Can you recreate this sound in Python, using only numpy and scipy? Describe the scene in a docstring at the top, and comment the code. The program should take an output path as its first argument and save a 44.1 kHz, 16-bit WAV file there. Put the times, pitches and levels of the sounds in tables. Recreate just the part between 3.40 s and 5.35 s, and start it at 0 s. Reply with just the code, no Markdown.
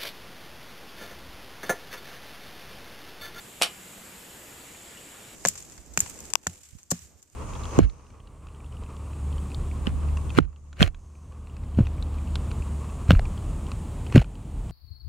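"""In a wooden shooting bay, a pistol slide is let go: a dull knock, then a bright clack a moment later.
The slide knocks the frame, steel hits steel, and the metal rings briefly.
The plank walls throw the sound back, and a few faint handling ticks follow.
Insects buzz in the bushes over a soft outdoor wash and a low, distant drone."""
import sys
import numpy as np
from scipy import signal
from scipy.fft import rfft, irfft
from scipy.io import wavfile
from scipy.ndimage import uniform_filter1d

SR = 44100
rng = np.random.default_rng(int(sys.argv[2]) if len(sys.argv) > 2 else 0)


def int16_out(signal):
    """Quantize to a 16-bit WAV file."""
    q = np.round(np.clip(np.atleast_2d(signal).T, -1, 1) * 32767)
    wavfile.write(sys.argv[1], SR, q.astype(np.int16))


N = 85995
HZ, T = np.fft.rfftfreq(N, 1 / SR), np.arange(N) / SR

# Blows inside the pistol: t/s, relative knock level/dB, relative crack level/dB
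BLOWS = [(0.2125, -33, -22.5), (0.2149, -16, -18), (.2157, 0.5, -20), (0.2173, -33.5, -14),
         (.2205, -42, -8), (0.2213, -37.5, 0)]
# Tone of the frame's dull knock: f/Hz, relative level/dB
KNOCK_TONE = [(40, -23), (120, -17), (300, -8), (500, 1), (700, 3.5), (1200, -13), (2800, -7), (5000, -31),
              (14000, -45.5)]
# Tone of steel hitting steel: f/Hz, relative level/dB
CRACK_TONE = [(80, -35.5), (200, -29.5), (320, -8), (520, -12.5), (1050, -5.5), (1900, -8), (2800, 1.5),
              (3700, -5), (5400, -4), (6300, -10), (8500, -8.5), (11000, -11.5), (13200, -17.5),
              (14500, -44)]
# Ringing notes of the slide and barrel: f/Hz, relative level/dB, time to fade by 60 dB/s
STEEL_NOTES = [(718.3, -14.5, 0.137), (1080, -11.5, 0.138), (1710, -17.5, 0.161), (2444, -1, 0.162),
               (2620.7, -2, 0.17), (2792, -7, 0.2), (2886, 0, 0.184), (3030, -5, 0.224), (3445, -12, 0.216),
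               (4102, -2.5, 0.135), (4390, -2.5, 0.089), (4748, -5.5, 0.115), (5366, -1.5, 0.1233),
               (6708, -5.5, 0.076)]

def slide(knock_gain_db=2, crack_gain_db=6.5, ring_gain_db=-39):
    """Each blow knocks the frame, cracks steel on steel and sets the slide ringing."""
    knock, steel, t = np.zeros(N), np.zeros(N), T[:16000]
    for s, knock_db, crack_db in BLOWS:
        add(knock, s, amp(knock_gain_db + knock_db) * contact(KNOCK_TONE, decay_s=.0014, rattle=.25))
        add(steel, s, amp(crack_gain_db + crack_db) * contact(CRACK_TONE, decay_s=.0025, rattle=2.5))
        ring = sum(rng.choice([-1, 1]) * amp(db) * fade(t, fade_s) * np.sin(2 * np.pi * hz * t)
                   for hz, db, fade_s in STEEL_NOTES)
        add(steel, s, amp(ring_gain_db + crack_db) * ring)
    return knock, steel


# Handling ticks: t/s, relative ring level/dB, snap level/dB, f/Hz
TICKS = [(0.3162, -40, -36, 9290), (1.347, -37.5, -30, 2414), (1.471, -44, -40, 2126),
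         (1.573, -32, -38, 2924), (1.851, -43, -47, 3680)]

def handling(fade_s=.0196):
    """Small parts touch lightly, each with a snap and one short ringing note."""
    ticks, t = np.zeros(N), T[:4000]
    for s, ring_db, snap_db, hz in TICKS:
        add(ticks, s, amp(ring_db) * .5 * fade(t, fade_s) * np.sin(2 * np.pi * hz * t))
        add(ticks, s, amp(snap_db) * contact(CRACK_TONE, decay_s=.002, rattle=2.5))
    return ticks


# Echoes off planks and barricade: delay/s, left level/dB, right level/dB, right ear lag/s
ECHOES = [(.0035, -11, -5, -0.0027), (.0072, -9, -6, 0.0028), (.0112, -6, -5.5, .00008),
          (.0135, -10.5, -10, -.00006), (0.026, -19, -14.5, .00003), (.038, -23, -17, .00003)]

def plank_echoes(sound):
    """Each wooden surface sends back a late copy, slightly smeared by its roughness."""
    planks = 0
    for s, left_db, right_db, lag in ECHOES:
        delay = np.exp(-2j * np.pi * HZ * np.array([[s], [s + lag]]))
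        smear = rfft(chatter(decay_s=.0008, rattle=1.8), N)
        planks = planks + amp([[left_db], [right_db]]) * delay * smear
    return irfft(rfft(sound) * planks, N)


# How long the bay holds each pitch: f/Hz, time to fade by 60 dB/s
BAY_FADE = [(150, 0.122), (400, 0.175), (1000, 0.174), (2800, 0.16), (5000, 0.1276), (12000, 0.1162)]

def bay_tail(sound, near_db=-2, far_db=-26, start_s=.00415, rise_s=.0047, likeness=.615):
    """Scattered echoes blur into a short tail, with a faint, longer return from the range."""
    noise = stereo(*rng.choice([-1., 1.], (2, N)), likeness)
    hz, t, slices = signal.stft(noise, SR, nperseg=256)
    near = signal.istft(slices * fade(t, look_up(BAY_FADE, hz)[:, None]), SR, nperseg=256)[1][:, :N]
    muffle = signal.butter(2, 3200, fs=SR, output="sos")
    far = signal.sosfilt(muffle, stereo(*rng.standard_normal((2, N)), likeness)) * fade(T, fade_s=.59)
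    onset = np.clip((T - start_s) / rise_s, 0, 1)
    tail = (amp(near_db) * unit(near * onset) + amp(far_db) * unit(far * onset)) / np.sqrt(N)
    return signal.fftconvolve(sound[None], tail, axes=1)[:, :N]


# How wide the echoes spread: f/Hz, side level/dB
ECHO_WIDTH = [(100, -6.5), (1100, 1), (3000, 0), (4200, 1), (4800, -17.5), (7000, -5.5), (8000, -27.5),
              (12000, -32.5)]

def bay(sound):
    """All the bay's echoes together; their highest pitches come from straight ahead."""
    left, right = plank_echoes(sound) + bay_tail(sound)
    middle = (left + right) / 2
    side = irfft(rfft((left - right) / 2) * amp(look_up(ECHO_WIDTH, HZ)), N)
    return np.array([middle + side, middle - side])


# Insect choruses: f/Hz, half width/Hz, level/dB
CHORUSES = [(6903, 199, -59), (7617, 278, -55)]
# How the choruses swell together: t/s, level change/dB
CHORUS_SWELL = [(0, -1), (.35, 0.5), (.8, -1), (1.1, -0.05), (1.5, 1), (1.95, -1.5)]
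# Thin, high insect hiss: t/s, level/dB
SIZZLE_LEVEL = [(0, -59.5), (.6, -58), (.85, -57.5), (1.2, -58), (1.35, -62), (1.95, -66)]

def insects(throb_hz=60, throb_db=1):
    """Many far insects blur into bands of noise that throb unevenly, under a thin sizzle."""
    buzz = np.zeros((2, N))
    for hz, width, db in CHORUSES:
        throb = unit(irfft(rfft(rng.standard_normal(N)) * np.exp(-(HZ / throb_hz) ** 2), N))
        buzz += amp(db) * unit(noise_band(hz, width) * amp(throb_db * throb))
    sizzle = noise_band(hz=12190, half_width_hz=1660) * swell(SIZZLE_LEVEL)
    return buzz * swell(CHORUS_SWELL) + sizzle


# Tone of the outdoor wash: f/Hz, relative level/dB
AIR_TONE = [(20, -5), (35, -8.5), (52, 2), (85, -0.5), (140, -0.5), (190, -1.5), (240, -0.5), (310, -0.5),
            (550, -3), (1050, -7), (1450, -5.5), (2900, -7), (4400, -12), (6100, -14.5), (8800, -11),
            (11000, -17), (12800, -17), (15200, -28)]
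# How alike the outdoors sounds in both ears: f/Hz, likeness (1 = the same)
AIR_LIKENESS = [(50, 1), (200, 0.921), (600, 0.627), (1400, 0.444), (3000, 0.579), (4500, 0.59),
                (6000, 0.836), (7600, 0.744), (9000, 0.84), (10500, 1), (14000, 1)]

def air(level_db=-48, drift_db=1):
    """A steady outdoor wash in which patches of pitch drift slightly louder and softer."""
    spectra = stereo(*rfft(rng.standard_normal((2, N))), look_up(AIR_LIKENESS, HZ))
    wash = irfft(spectra * amp(look_up(AIR_TONE, HZ)), N)
    slices = signal.stft(wash, nperseg=1024)[2]
    patches = uniform_filter1d(rng.standard_normal(slices.shape[1:]), size=14, axis=0)  # blur in pitch
    patches = unit(uniform_filter1d(patches, size=6, axis=1))  # blur in time
    drifting = signal.istft(slices * amp(drift_db * patches), nperseg=1024)[1][:, :N]
    return amp(level_db) * unit(drifting)


# Loudness of the drone: t/s, level/dB
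DRONE_LEVEL = [(0, -69.5), (.3, -56), (.7, -60), (.95, -69), (1.95, -67.5)]

def drone():
    """A low, distant hum swells and fades."""
    return noise_band(hz=194.2, half_width_hz=14.6) * swell(DRONE_LEVEL)


def contact(tone, decay_s, rattle, size=2048):
    """Two parts meet and chatter, in the tone of their material."""
    log_gain = np.log(amp(look_up(tone, abs(np.fft.fftfreq(size, 1 / SR)))))
    # Build a click with this tone that starts sharply.
    click = np.fft.ifft(np.exp(np.conj(signal.hilbert(log_gain)))).real[:size // 2]
    return signal.fftconvolve(chatter(decay_s, rattle), click / np.linalg.norm(click))


def chatter(decay_s, rattle, size=2048):
    """A click and a dying flurry of smaller ones; more rattle makes the flurry stronger."""
    decay = np.exp(-T[:size] / decay_s)
    clicks = rattle * rng.choice([-1., 1.], size) * decay / np.linalg.norm(decay)
    clicks[0] = 1
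    for _ in range(6):  # make all pitches equally strong, keeping the flurry short
        even = irfft(np.exp(1j * np.angle(rfft(clicks))), size)
        clicks = even * np.minimum(10 * decay, 1)
    return clicks / np.linalg.norm(clicks)


def noise_band(hz, half_width_hz):
    """Stereo noise gathered around one pitch."""
    spectra = stereo(*rfft(rng.standard_normal((2, N))), look_up(AIR_LIKENESS, hz))
    return unit(irfft(spectra * np.exp(-(.5 * (HZ - hz) / half_width_hz) ** 2), N))


def stereo(a, b, likeness):
    """Blends two unrelated signals into left and right."""
    middle, side = a * np.sqrt((1 + likeness) / 2), b * np.sqrt((1 - likeness) / 2)
    return np.array([middle + side, middle - side])


def fade(t, fade_s):
    """Dies away by 60 dB every fade_s seconds."""
    return np.exp(-np.log(1000) * t / fade_s)


def swell(points):
    """Turns levels over time into a volume curve."""
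    return amp(np.interp(T, *np.transpose(points)))


def look_up(points, hz):
    """Reads a table at any pitch, gliding between its rows."""
    f, value = np.transpose(points)
    return np.interp(np.log(hz + 1), np.log(f + 1), value)


def amp(db):
    """Turns decibels into a multiplier."""
    return 10 ** (np.asarray(db) / 20)


def unit(x):
    """Scales to an average strength (rms) of 1."""
    return x / np.sqrt(np.mean(x ** 2) + 1e-20)


def add(mix, s, sound):
    """Mixes a sound in at s seconds."""
    part = mix[max(round(s * SR), 0):][:len(sound)]
    part += sound[:len(part)]


def scene(knock_echo_db=-12.5, tick_echo_db=-8):
    """The pistol in its bay, with the outdoors behind."""
    knock, steel = slide()
    ticks = handling()
    echoes = bay(steel + amp(knock_echo_db) * knock + amp(tick_echo_db) * ticks)
    outdoors = air() + insects() + drone()
    return knock + steel + ticks + echoes + outdoors


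def record(dry, cutoff_hz=15250):
    """Cuts away the very highest pitches."""
    low_pass = signal.firwin(511, cutoff_hz, window=("kaiser", 9), fs=SR)
    return signal.oaconvolve(dry, low_pass[None], "same")


dry = scene()
out = record(dry)
int16_out(out)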